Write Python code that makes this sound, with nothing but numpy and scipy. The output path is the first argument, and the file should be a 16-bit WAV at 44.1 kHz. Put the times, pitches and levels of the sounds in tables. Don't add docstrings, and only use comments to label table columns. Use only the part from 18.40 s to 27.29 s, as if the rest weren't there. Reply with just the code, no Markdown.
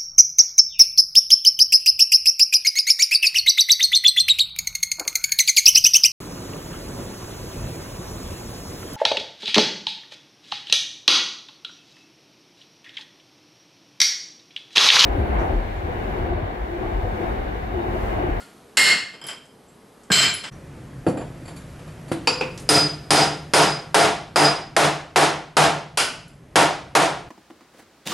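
import sys
import numpy as np
from scipy import signal
from scipy.io import wavfile
from scipy.ndimage import uniform_filter1d

SR = 44100
rng = np.random.default_rng(int(sys.argv[2]) if len(sys.argv) > 2 else 0)


def how_loud(loudness_db):
    steps = np.asarray(loudness_db, float) / 20
    return 10 ** steps


def log_audio(samples):
    frames = np.atleast_2d(samples).T
    limited = np.clip(frames, -1, 1)
    pcm = np.round(limited * 32767).astype(np.int16)
    wavfile.write(sys.argv[1], SR, pcm)


N = 392049
CHANGE_S = 2.103

# frequency in Hz, level in dB per Hz.
HUM_BEFORE = [(12, -58.5), (20, -22), (170, -7), (190, -4), (384, -10.5), (416, -4), (517, -11.5),
              (1100, -17.5), (2630, -28.5), (2850, -27.5), (6780, -33), (12000, -32), (13000, -30)]
HUM_AFTER = [(12, -63), (20, -47), (48, -4.5), (96, -10), (149, 0.5), (185, -13), (285, -11.5),
             (439, -19.5), (531, -18.5), (819, -26.5), (1570, -30), (1800, -31), (3740, -41.5),
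             (12000, -47), (13000, -59)]
# frequency in Hz, likeness from 0 to 1.
HUM_LIKENESS = [(60, 1), (230, 1), (870, 0.77), (3320, 0.89), (12600, 1)]
# start in seconds, end in seconds, ease in seconds.
PLACING = (3.2, 5.5, 0.43)
# frequency in Hz, t60 in seconds.
KITCHEN_DECAY = [(100, 0.65), (300, 0.5), (1000, 0.46), (3000, 0.48), (6000, 0.43), (12000, 0.3)]
# frequency in Hz, likeness from 0 to 1.
ROOM_LIKENESS = [(60, 0.98), (170, 1), (510, 0.82), (1490, 0.85), (3000, 0.75), (4500, 1), (9000, 1),
                 (12600, 1)]

# start in seconds, force in dB, brightness in dB per octave, ring in dB.
TOSS = [
    (.001, -53.5, 2.5, -14.5),
    (.37, -1.5, 0.66, -0.8),
]
# frequency in Hz, level in dB per Hz.
TOSS_COLOUR = [(65, -46.5), (110, -27), (625, -22.5), (913, -22.5), (2070, -9), (2290, -16), (2910, -9.5),
               (3700, -22.5), (4340, -10.5), (6210, -26.5), (7290, -15.5), (12000, -29.5), (13000, -53)]
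# frequency in Hz, level in dB, t60 in seconds.
TOSS_RING = [(2130.5, 5.5, 0.14), (2820, -11.5, .03), (2970, -7, .05), (4110, -6, .04), (4370, 0, 0.035),
             (4440, -9, .06), (5260, -2, 0.042), (7343, -9, .04), (7400, -16, .05), (8100, -14, 0.045),
             (8340, -10, .06), (9300, -19.5, .04), (11700, -11.5, 0.07)]
TOSS_BODY = [(1400, -6, .2), (1820, 8, 0.15)]
# start in seconds, force in dB, brightness in dB per octave, ring in dB.
CLINKS = [
    (.735, -48.5, -3, -15),
    (.815, -45, -4.5, -4),
    (.84, -41.5, -4.5, -2),
    (.866, -40, 6, -14),
    (.886, -36, -0.5, -4),
    (.905, -41, -0.5, -1),
    (.93, -48, -5, -4),
]
# frequency in Hz, level in dB, t60 in seconds.
CLINK_RING = [(3149, 0, .09), (5030, -4, .13), (7650, -6, .05), (11000, -12, .05)]
# start in seconds, force in dB, brightness in dB per octave, ring in dB, thud in dB.
SHARD = [
    (1.702, -21, -9, -10, 9),
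    (1.717, -2.01, 4, 5, 0),
    (2.037, -36, 0.5, -15, -8),
]
# frequency in Hz, level in dB per Hz.
SHARD_COLOUR = [(47, -51), (80, -35), (120, -7), (500, -3.5), (2130, 0), (2870, -2.5), (3120, 1.5),
                (3860, -9.5), (5090, -4.5), (6300, -16), (7630, -7.5), (12200, -33), (13000, -16)]
# frequency in Hz, level in dB, t60 in seconds.
SHARD_RING = [(2400, -8.5, .05), (3130, -4, 0.086), (4150, -7.5, 0.094), (4390, -7, 0.049),
              (5067, -3.5, 0.063), (6660, -17, 0.037), (7500, -2.5, .03), (7820, -2.5, 0.046),
              (10900, -12.5, 0.047), (11800, -10.5, .03)]
SHARD_BODY = [(200, -4, 0.021), (460, -8, 0.036), (743, -4, 0.035), (1603, -2, 0.093)]
# start in
# seconds, level in dB, pitch in Hz, t60 in seconds.
TICKS = [(1.055, -66, 7950, 0.0018), (1.28, -66, 7650, 0.17), (0.867, -45.5, 10900, 0.0066),
         (1.635, -63, 7950, 0.00099), (1.94, -36.5, 10300, 0.014), (2.125, -62, 5840, 0.03),
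         (2.686, -51, 8000, 0.00041), (2.71, -77, 8000, 0.0014), (4.177, -45.5, 5850, 0.00055),
         (4.199, -52.5, 9020, 0.00062), (4.22, -59.5, 9500, 0.0012), (.001, -51.5, 1400, 0.059),
         (3.873, -26, 2700, 0.0074), (4.012, -30, 2560, .012), (3.716, -55, 8870, .1),
         (7.88, -68, 7500, .006), (7.881, -65.5, 10600, 0.0051), (7.935, -73, 7540, 0.007),
         (7.95, -77, 10800, .008)]

# start in seconds, force in dB, brightness in dB per octave, steel ring in dB.
SETS = [(2.666, -19, -5, -4.5), (2.771, -34, -1.7, 3), (2.812, -39.5, -0.3, 1), (3.052, -51, 2, 15),
        (3.078, -43.9, 2, 11), (3.162, -51, 7, 14), (3.39, -51.9, 2, 3), (3.475, -51, 2.5, 3),
        (3.57, -49, -6, -9), (3.68, -49, 2.5, 10), (3.716, -25, 2.4, -12)]
# frequency in Hz, level in dB per Hz.
SET_COLOUR = [(65, -24), (110, -14), (317, -7), (704, -5), (1030, -14), (4600, -29.5), (5190, -38),
              (10600, -36), (12000, -43), (13000, -87)]
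# frequency in Hz, level in dB, t60 in seconds.
SET_STEEL = [(4520, 0, .06), (7170, -1, .07), (7450, -5, .04), (10130, -2, .06), (10750, -6, .04),
             (8870, -10, .08), (2420, -2, .05)]
SET_WOOD = [(338, 14, 0.06), (517, 9, 0.042), (700, 2, 0.035), (870, -22, .025), (1310, -3, .02)]
# start in seconds, force in dB, brightness in dB per octave, steel ring in dB.
TAPS = [
    (3.873, -19.5, 0, 2),
    (4.009, -27.5, -3, -10.1),
]
# frequency in Hz, level in dB per Hz.
TAP_COLOUR = [(65, -43), (110, -15.5), (512, -2), (589, -8), (1070, -2), (1390, -8.5), (2430, -18.5),
              (3920, -13.5), (4600, -13.5), (10400, -27), (13000, -101)]
# frequency in Hz, level in dB, t60 in seconds.
TAP_STEEL = [(2519, -2, .035), (4592, 0, .04), (4938, -3, .12), (7165, -7, .04), (8866, -20, .06),
             (9205, -22, .06), (10150, -14, .03)]
TAP_WOOD = [(513.5, -3.5, 0.094), (923, -3, .03), (1400, -8.5, 0.033)]
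# start in seconds, force in dB, steel ring in dB.
BLOWS = [
    (4.29, -8, 10),
    (4.706, -5.5, 7.5),
    (5.136, -5.5, 4.5),
    (5.544, -5, -5.5),
    (5.959, -5, 5),
    (6.365, -7.5, -10.5),
    (6.759, -7.5, -10.5),
    (7.168, -7.5, -12),
    (8.157, -10, -9.5),
    (8.551, -9, -21),
]
# frequency in Hz, level in dB per Hz.
BLOW_COLOUR = [(65, -46), (110, -21), (140, -7), (226, -24.5), (299, -8.5), (502, -11), (704, -1.5),
               (2530, -16), (5090, -21.5), (5400, -22.5), (11100, -27.5), (12300, -39.5), (13000, -117)]
# frequency in Hz, level in dB, t60 in seconds.
STEEL = [(4934, -1, .17), (4958, 0, .25), (4300, -10, .03), (9195, -7, .12)]
COUNTER = [(593, 3, 0.02), (712, 3.5, 0.054), (810, 10, 0.024), (952, 0.5, 0.044), (1100, -8, .03),
           (1400, 0, 0.03)]
HEAD = [(9200, -5, .06), (8870, -6, .07), (7500, -9, .025), (10400, -12, .025)]
# start in seconds, force in dB, brightness in dB per octave, steel ring in dB.
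GLANCE = [
    (7.573, -20.5, 2.5, -17),
    (7.6, -23, 1.5, -15),
]
# frequency in Hz, level in dB per Hz.
GLANCE_COLOUR = [(65, -27), (110, -5.5), (492, -3.5), (704, 1), (1280, -1.5), (1470, 4.5), (1630, -6),
                 (2970, -2.5), (3770, -12.5), (4790, -7.5), (6340, -14), (10900, -15.5), (13000, -41)]
# frequency in Hz, level in dB, t60 in seconds.
LOW_BOOM = [(149.3, -8, 0.66), (298.4, 0, 0.4), (430, -0.5, 0.37)]

HUM_BEFORE_DB, HUM_AFTER_DB = -52, -41
FADE_IN_DB, FADE_IN_S = -22, 0.018
RUSTLE_REST_DB, RUSTLE_BUSY_DB = 1.8, 4.3
SETTLE_DB, SETTLE_S = 9, 0.12
PULL_SHARE, PULL_FROM_DB, PULL_S, CREEP_DB_PER_S = 0.46, -13, 0.31, 4.5
BITE_S = 0.97
LOOSE_TILT_DB, SEATED_TILT_DB = 3.5, 0.64
LOOSE_BOOM_DB, SEATED_BOOM_DB = 6, -0.6
SET_BOOM_DB, SET_BOOM_PER_RING = -3.5, -0.65
LOW_BOOM_DB, LOW_BOOM_RISE_S, LOW_BOOM_WAVER = -17.5, 0.023, 0.39


def evened(x):
    return x / np.sqrt(np.mean(x ** 2) + 1e-20)


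def read(points, hz):
    f, value = np.transpose(points)
    return np.interp(np.log(hz + 1), np.log(f + 1), value)


def add(mix, s, sound):
    part = mix[:, round(s * SR):][:, :sound.shape[1]]
    part += sound[:, :part.shape[1]]


def noise(field_db, likeness, size):
    a, b, c, d = rng.standard_normal((4,) + field_db.shape)
    same = np.clip(read(likeness, np.fft.rfftfreq(size, 1 / SR)), -1, 1)[:, None]
    left = a + 1j * b
    right = same * left + np.sqrt(1 - same ** 2) * (c + 1j * d)
    spectrum = np.array([left, right]) * how_loud(field_db)
    return signal.istft(spectrum, nperseg=size, noverlap=size * 3 // 4)[1]


def slow_gain(rows, time):
    drift = CREEP_DB_PER_S * time
    for s, db, *_ in rows:
        drift = drift - PULL_SHARE * max(db - PULL_FROM_DB, 0) * np.clip((time - s) / PULL_S, 0, 1)
    return drift - np.maximum.accumulate(drift)


def hum():
    hz = np.fft.rfftfreq(2048, 1 / SR)
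    t = np.arange(N // 512 + 5) * 512 / SR
    patches = uniform_filter1d(rng.standard_normal((len(hz), len(t))), 9, 0)
    patches = evened(uniform_filter1d(patches, 7, 1))
    upper = 1 / (1 + (1000 / (hz + 1)) ** 2)
    start, end, ease = PLACING
    busy = np.clip(np.minimum(t - start, end - t) / ease + 1, 0, 1)
    rustle_db = RUSTLE_REST_DB + (RUSTLE_BUSY_DB - RUSTLE_REST_DB) * busy
    rustle_db += SETTLE_DB * np.exp(-t / SETTLE_S)
    field_db = 1.1 * patches + upper[:, None] * rustle_db

    def coloured(colour):
        return evened(noise(read(colour, hz)[:, None] + field_db, HUM_LIKENESS, size=2048)[:, :N])

    time = np.arange(N) / SR
    before = coloured(HUM_BEFORE) * how_loud(HUM_BEFORE_DB + slow_gain(TOSS, time))
    fade_in_db = FADE_IN_DB * np.clip(1 - (time - CHANGE_S) / FADE_IN_S, 0, 1)
    after = coloured(HUM_AFTER) * how_loud(HUM_AFTER_DB + fade_in_db + slow_gain(BLOWS, time))
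    return np.where(time < CHANGE_S, before, after)


def reverb(rise_s, early_db):
    hz = np.fft.rfftfreq(512, 1 / SR)
    t = np.arange(240) * 128 / SR
    tail = noise(-60 * t / read(KITCHEN_DECAY, hz)[:, None], ROOM_LIKENESS, size=512)
    time = np.arange(tail.shape[1]) / SR
    tail *= 1 - np.exp(-time / rise_s)
    tail *= 1 + how_loud(early_db) * np.exp(-time / 0.02)
    return tail / np.linalg.norm(tail[0])


def heard(source, near, db, rise_s, early_db):
    wet = signal.fftconvolve(source[None], reverb(rise_s, early_db), axes=1)
    wet[:, :len(near)] += near
    return how_loud(db) * wet / np.sqrt(np.mean(wet[:, :SR // 20] ** 2))


def crack(colour, tilt_db):
    hz = abs(np.fft.fftfreq(2048, 1 / SR))
    level_db = read(colour, hz) + tilt_db * np.log2((hz + 100) / 2000)
    log_gain = np.log(how_loud(np.maximum(level_db, -90)))
    click = np.fft.ifft(np.exp(np.conj(signal.hilbert(log_gain)))).real
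    return click / np.linalg.norm(click)


def ring(modes):
    hz, db, t60 = np.transpose(modes)[..., None]
    t = np.arange(SR // 2) / SR
    level_luck, pitch_luck = rng.standard_normal((2, len(modes), 1))
    envelope = how_loud(db + 1.5 * level_luck - 60 * t / t60)
    tones = envelope * np.sin(2 * np.pi * hz * (1 + 0.001 * pitch_luck) * t)
    return tones.sum(0) / np.linalg.norm(how_loud(db) * np.sqrt(t60 * SR / 28))


def hits(rows, colour, high, low, high_db, low_db, rise_s, early_db, near_high_db, near_low_db):
    out = np.zeros((2, N))
    for s, db, tilt_db, ring_db, boom_db in rows:
        bright = how_loud(high_db + ring_db) * ring(high)
        body = how_loud(low_db + boom_db) * ring(low)
        source = bright + body
        source[:2048] += crack(colour, tilt_db)
        near = how_loud(near_high_db) * bright + how_loud(near_low_db) * body
        add(out, s, heard(source, near, db, rise_s, early_db))
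    return out


def pressed(rows, boom_db, per_ring=0):
    return [(*row, boom_db + per_ring * row[3]) for row in rows]


def ticks(rows):
    out = np.zeros((2, N))
    for s, db, hz, t60 in rows:
        tick = ring([(hz, 0, t60)])
        add(out, s, heard(tick, how_loud(-5.5) * tick, db, rise_s=0.0005, early_db=5.7))
    return out


def tile_shards():
    out = hits(pressed(TOSS, 0), TOSS_COLOUR, TOSS_RING, TOSS_BODY, high_db=-1.2, low_db=-17,
               rise_s=0.0044, early_db=-25, near_high_db=-25.5, near_low_db=-20)
    out += hits(pressed(CLINKS, -5.5), SHARD_COLOUR, CLINK_RING, SHARD_BODY, high_db=1.8, low_db=-8.5,
                rise_s=0.0031, early_db=3.6, near_high_db=1.8, near_low_db=-16)
    out += hits(SHARD, SHARD_COLOUR, SHARD_RING, SHARD_BODY, high_db=-6.5, low_db=-15,
                rise_s=0.0012, early_db=-26.5, near_high_db=-28, near_low_db=-6)
    return out


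def chisel_placing():
    sets = pressed(SETS, SET_BOOM_DB, SET_BOOM_PER_RING)
    out = hits(sets, SET_COLOUR, SET_STEEL, SET_WOOD, high_db=-19, low_db=-1.5,
               rise_s=0.0015, early_db=3.7, near_high_db=-14, near_low_db=1.3)
    out += hits(pressed(TAPS, 0), TAP_COLOUR, TAP_STEEL, TAP_WOOD, high_db=-0.84, low_db=-2,
                rise_s=0.0008, early_db=1.4, near_high_db=-3.5, near_low_db=-5)
    return out


def driven(rows):
    s, db, ring_db = np.transpose(rows)
    loose = np.exp(-(s - s[0]) / BITE_S)
    tilt_db = SEATED_TILT_DB + (LOOSE_TILT_DB - SEATED_TILT_DB) * loose
    boom_db = SEATED_BOOM_DB + (LOOSE_BOOM_DB - SEATED_BOOM_DB) * loose
    return np.transpose([s, db, tilt_db, ring_db, boom_db])


def hammer_blows():
    out = hits(driven(BLOWS), BLOW_COLOUR, STEEL, COUNTER + HEAD, high_db=-14.5, low_db=-9.5,
               rise_s=0.00044, early_db=-21.5, near_high_db=-1.3, near_low_db=-15.5)
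    out += hits(pressed(GLANCE, -10.5), GLANCE_COLOUR, STEEL, COUNTER + HEAD, high_db=-5, low_db=-8.5,
                rise_s=0.00027, early_db=-12, near_high_db=-4, near_low_db=-10)
    return out


def low_boom(rows):
    out = np.zeros((2, N))
    t = np.arange(SR // 2) / SR
    for s, db, _, _, boom_db in rows:
        drift_noise = uniform_filter1d(rng.standard_normal(len(t)), size=900)
        waver = 1 + LOW_BOOM_WAVER * evened(uniform_filter1d(drift_noise, size=900))
        boom = ring(LOW_BOOM) * (1 - np.exp(-t / LOW_BOOM_RISE_S)) * waver
        boom *= how_loud(db + boom_db + LOW_BOOM_DB) / np.sqrt(np.mean(boom[:SR // 10] ** 2))
        add(out, s, np.tile(boom, (2, 1)))
    return out


def scene():
    shards = tile_shards() + ticks([row for row in TICKS if row[0] < CHANGE_S])
    shards *= np.clip((CHANGE_S - np.arange(N) / SR) / 0.013, 0, 1)
    chisel = chisel_placing() + hammer_blows() + low_boom(driven(BLOWS))
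    chisel += ticks([row for row in TICKS if row[0] > CHANGE_S])
    no_bass = signal.butter(4, 85, "high", fs=SR, output="sos")
    return signal.sosfilt(no_bass, shards + chisel) + hum()


def roll_off(x):
    return signal.sosfilt(signal.butter(12, 13230, fs=SR, output="sos"), x)


def record(dry):
    power_db = 10 * np.log10(abs(uniform_filter1d((dry ** 2).mean(0), size=260)) + 1e-12)
    recovery_db = np.arange(N) * 117.0 / SR
    held_db = np.maximum.accumulate(power_db + recovery_db) - recovery_db
    over_db = np.maximum(held_db + 12.5, 0)
    limited = dry / how_loud(1.194 * uniform_filter1d(over_db, size=60))
    soft = 1.245 * np.tanh(limited / 0.98)
    treble_limit = signal.firwin(401, 12100, window=("kaiser", 8), fs=SR)
    return roll_off(signal.oaconvolve(soft, treble_limit[None], "same", axes=1))


dry = scene()
out = record(dry)
log_audio(out)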